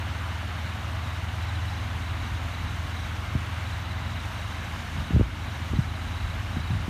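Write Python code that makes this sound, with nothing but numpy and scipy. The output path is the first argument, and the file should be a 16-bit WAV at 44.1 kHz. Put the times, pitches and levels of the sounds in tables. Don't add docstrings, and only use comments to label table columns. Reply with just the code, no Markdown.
import sys
import numpy as np
from scipy import signal
from scipy.fft import rfft, irfft
from scipy.io import wavfile
from scipy.ndimage import uniform_filter1d

SR = 44100
rng = np.random.default_rng(int(sys.argv[2]) if len(sys.argv) > 2 else 0)


def to_wav(sig):
    pcm = np.clip(np.atleast_2d(sig), -1, 1) * 32767
    pcm = np.round(pcm).astype(np.int16)
    wavfile.write(sys.argv[1], SR, pcm.T)


N = 303849


def from_db(db):
    return 10 ** (np.asarray(db) / 20)


def unit(x):
    return x / np.sqrt(np.mean(x ** 2) + 1e-20)


def follow(rows, column=1):
    rows = np.array(rows)
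    return np.interp(np.arange(N) / SR, rows[:, 0], rows[:, column])


def colour(x, points):
    hz, db = np.transpose(points)
    bins = np.fft.rfftfreq(len(x), 1 / SR)
    gain = from_db(np.interp(np.log(bins + 1), np.log(hz + 1), db, left=-np.inf, right=-np.inf))
    return unit(irfft(rfft(x) * gain, len(x)))


def add(mix, start_s, sound):
    part = mix[max(round(start_s * SR), 0):][:len(sound)]
    part += sound[:len(part)]


def drift(rate_hz):
    bins = np.fft.rfftfreq(N, 1 / SR)
    return unit(irfft(rfft(rng.standard_normal(N)) * np.exp(-(bins / rate_hz) ** 2), N))


def bump(middle_s, half_s):
    return np.exp(-((np.arange(N) / SR - middle_s) / half_s) ** 2)


# (frequency [Hz], relative level [dB])
TYRE_TONE = [(25, -30), (48, -1), (60, -13), (72, 5), (90, 2), (120, 1), (165, -7), (230, -4.5),
             (280, -8.5), (340, -13), (430, -19.5), (1000, -47)]
def road(car_hz=65.3, sink_hz_per_s=1.95, tyre_db=-40, car_db=-43):
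    tyres = from_db(tyre_db + 0.5 * drift(0.76)) * colour(rng.standard_normal(N), TYRE_TONE)
    hz = car_hz - sink_hz_per_s * np.arange(N) / SR
    exhaust = np.sqrt(2) * np.sin(2 * np.pi * np.cumsum(hz) / SR)
    fade_db = -5 * bump(middle_s=3.76, half_s=0.42)
    return tyres + from_db(car_db + fade_db + 1.5 * drift(8)) * exhaust


# (time [s], speed [cycles per second])
ENGINE_SPEED = [(0, 10.22), (1.4, 10.215), (4, 10.3), (4.7, 10.255), (6.89, 10.22)]
# (time [s], level [dB])
ENGINE_LEVEL = [(0, -34), (1.7, -33), (2.5, -34.5), (4.1, -33), (4.7, -38), (6.89, -33.5)]
# (pitch [times the engine speed], relative level [dB])
ENGINE_TONES = [(6, -26), (8, 0), (10, -4), (11, -18.5), (12, -30), (13, -19), (14, -20.5), (16, -18.5)]
def engine(waver_db=0.9):
    cycles = np.cumsum(follow(ENGINE_SPEED)) / SR
    hum = np.zeros(N)
    for multiple, db in ENGINE_TONES:
        gain = from_db(db + waver_db * drift(1.7))
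        hum += gain * np.cos(2 * np.pi * (round(multiple) * cycles + rng.random()))
    return np.sqrt(2) * from_db(follow(ENGINE_LEVEL)) * hum


# (time [s], level [dB])
BREEZE_LEVEL = [(0, -57), (1.2, -56), (2.3, -41.5), (4.2, -51), (5, -43), (5.7, -43), (6.89, -40.5)]
# (frequency [Hz], relative level [dB])
BREEZE_TONE = [(18, -32), (35, -7), (50, 1), (70, -5.5), (130, -19), (250, -17.5), (500, -43.5)]
GUST_TONE = [(20, -18), (45, -7), (80, 8.5), (140, -3.5), (230, -11.5), (350, -24), (550, -31), (900, -43),
             (2000, -75)]
# (start [s], end [s], level [dB])
GUST_TIMES = [(3.343, 3.374, -29), (4.93, 5.06, -33), (5.118, 5.193, -18.5), (5.19, 5.234, -18.5),
              (5.683, 5.827, -29), (6.552, 6.611, -31.5), (6.684, 6.797, -28)]
def wind():
    out = from_db(follow(BREEZE_LEVEL) + 2 * drift(14)) * colour(rng.standard_normal(N), BREEZE_TONE)
    rough_air = colour(rng.standard_normal(N), GUST_TONE)
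    for start, end, db in GUST_TIMES:
        gust = rough_air[int(start * SR):int(end * SR)]
        fade = signal.windows.tukey(len(gust), 0.7)
        add(out, start, from_db(db) * unit(gust * fade))
    return out


# (time [s], peak level [dB], pitch [Hz], width [octaves])
AIR_SWIRLS = [(3.351, -16, 120, 1.8), (5.106, -18, 141, 1.8), (5.162, -15.5, 132, 2.1),
              (5.195, -15, 230, 0.66), (5.21, -15, 273, 1.46), (5.212, -11.5, 76, 0.75),
              (5.734, -20.5, 237, 1.1), (5.786, -13, 135, 0.33), (6.567, -22.5, 170, 0.74),
              (6.702, -23.5, 175, .5), (6.88, -18.5, 144, 1.7)]
def thumps():
    out, push = np.zeros(N), signal.unit_impulse(SR // 10)
    for start, db, hz, octaves in AIR_SWIRLS:
        reach = 2 ** (octaves / 2)
        bass_cut = signal.butter(4, hz / reach, "high", fs=SR, output="sos")
        soften = signal.butter(4, hz * reach, fs=SR, output="sos")
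        thump = signal.sosfilt(bass_cut, signal.sosfilt(soften, push))
        add(out, start, from_db(db) * thump / abs(thump).max())
    return out


def wing_strokes(first, last, db, per_s, stroke_s, start_hz, fall_hz=290, detune_hz=22, uneven_db=1.2):
    out, progress = np.zeros(N), np.linspace(0, 1, int(SR * stroke_s))
    for middle in np.linspace(first, last, round((last - first) * per_s) + 1):
        detune, force = rng.standard_normal(2)
        hz = start_hz - fall_hz * progress ** 2 + detune_hz * detune
        swell = from_db(db + uneven_db * force) * np.sin(np.pi * progress)
        add(out, middle - stroke_s / 2, swell * np.sin(2 * np.pi * np.cumsum(hz) / SR))
    return out


# (first stroke [s], last stroke [s])
SLOW_CHIRPS = [(1.43, 1.687), (3.673, 3.915), (5.767, 6.085)]
# (first stroke [s], last stroke [s], typical peak level [dB])
QUICK_TRILLS = [(0.668, .724, -48), (1.047, 1.152, -49), (1.737, 1.877, -47), (2.037, 2.272, -47.3),
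                (2.517, 2.713, -48), (2.94, 3.04, -45), (3.97, 4.204, -46), (4.359, 4.696, -47.5),
                (4.938, 5.085, -47), (5.425, 5.555, -47), (6.141, 6.341, -45.5), (6.539, 6.749, -45.5)]
def cricket(chirp_db=-45):
    chirps = sum(wing_strokes(first, last, chirp_db, per_s=16, stroke_s=0.023, start_hz=4030)
                 for first, last in SLOW_CHIRPS)
    trills = sum(wing_strokes(first, last, db, per_s=30, stroke_s=0.022, start_hz=3980)
                 for first, last, db in QUICK_TRILLS)
    return chirps + trills


def water_wash(patchy_db, flicker_db):
    grid = signal.stft(rng.standard_normal(N), nperseg=256)[2].T
    patches = uniform_filter1d(rng.standard_normal(grid.shape), size=12, axis=0)
    patches = uniform_filter1d(patches, size=5, axis=1)
    wash = signal.istft((grid * from_db(patchy_db * unit(patches))).T, nperseg=256)[1][:N]
    return unit(wash * from_db(flicker_db * drift(29)))


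def bubbles(low_hz, high_hz, per_s, ring_cycles, spread_db, rise, sizes=48):
    out = np.zeros(N)
    for hz in np.linspace(low_hz, high_hz, sizes):
        age = np.arange(int(5 * ring_cycles / hz * SR)) * hz / SR / ring_cycles
        ring = np.sin(2 * np.pi * ring_cycles * age * (1 + rise * age)) * np.exp(-age)
        births = rng.random(N) < per_s / sizes / SR
        strengths = from_db(spread_db * np.minimum(rng.exponential(1, N), 4))
        for at in np.flatnonzero(births):
            add(out, at / SR, strengths[at] * np.sqrt(hz) * ring)
    return unit(out)


# (frequency [Hz], relative level [dB])
SPLASH_TONE = [(300, -42), (480, -8), (680, -1), (1000, 0.2), (1600, -0.5), (1870, -3), (2150, -2.5),
               (2560, -6.5), (2900, -4.5), (3280, -8.5), (3800, -8.5), (4150, -14), (4480, -13.5),
               (4800, -27), (6300, -42)]
SPRAY_TONE = [(2820, -20), (4800, -1.5), (6410, -2), (7620, -8), (9550, -8.5), (10300, -14), (12600, -11),
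              (15500, -20)]
# (time [s], splash level [dB], spray level [dB])
WEIR_LEVEL = [(0, -38.5, -54), (1.6, -39, -54), (4.8, -39, -53), (6.89, -40, -54.5)]
# (middle [s], half length [s], splash change [dB], spray change [dB])
WEIR_DIPS = [(3.97, .16, -0.5, -2), (5.282, 0.14, -2.4, -3), (5.89, .12, -1.7, -1.3)]
def weir():
    splash = water_wash(patchy_db=0.5, flicker_db=0.5)
    splash += from_db(-8.5) * bubbles(447.3, 4695, per_s=3500, ring_cycles=8.3, spread_db=2, rise=0.013)
    spray = water_wash(patchy_db=0.9, flicker_db=0.48)
    spray += from_db(-13) * bubbles(4820, 14380, per_s=1300, ring_cycles=19, spread_db=3.5, rise=0.0025)
    splash_db = follow(WEIR_LEVEL, column=1)
    spray_db = follow(WEIR_LEVEL, column=2) + 0.14 * drift(3.6)
    for middle, half, splash_dip, spray_dip in WEIR_DIPS:
        dip = bump(middle, half)
        splash_db += splash_dip * dip
        spray_db += spray_dip * dip
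    splash = from_db(splash_db) * colour(splash, SPLASH_TONE)
    spray = from_db(spray_db) * colour(spray, SPRAY_TONE)
    return splash + spray


def scene():
    return (weir() + road() + engine() + cricket() + wind() + thumps())[None]


def record(dry, lowest_hz=42, highest_hz=15700):
    bass_cut = signal.butter(4, lowest_hz, "high", fs=SR, output="sos")
    treble_cut = signal.firwin(801, highest_hz, window=("kaiser", 9), fs=SR)
    return signal.oaconvolve(signal.sosfilt(bass_cut, dry), treble_cut[None], "same")


dry = scene()
out = record(dry)
to_wav(out)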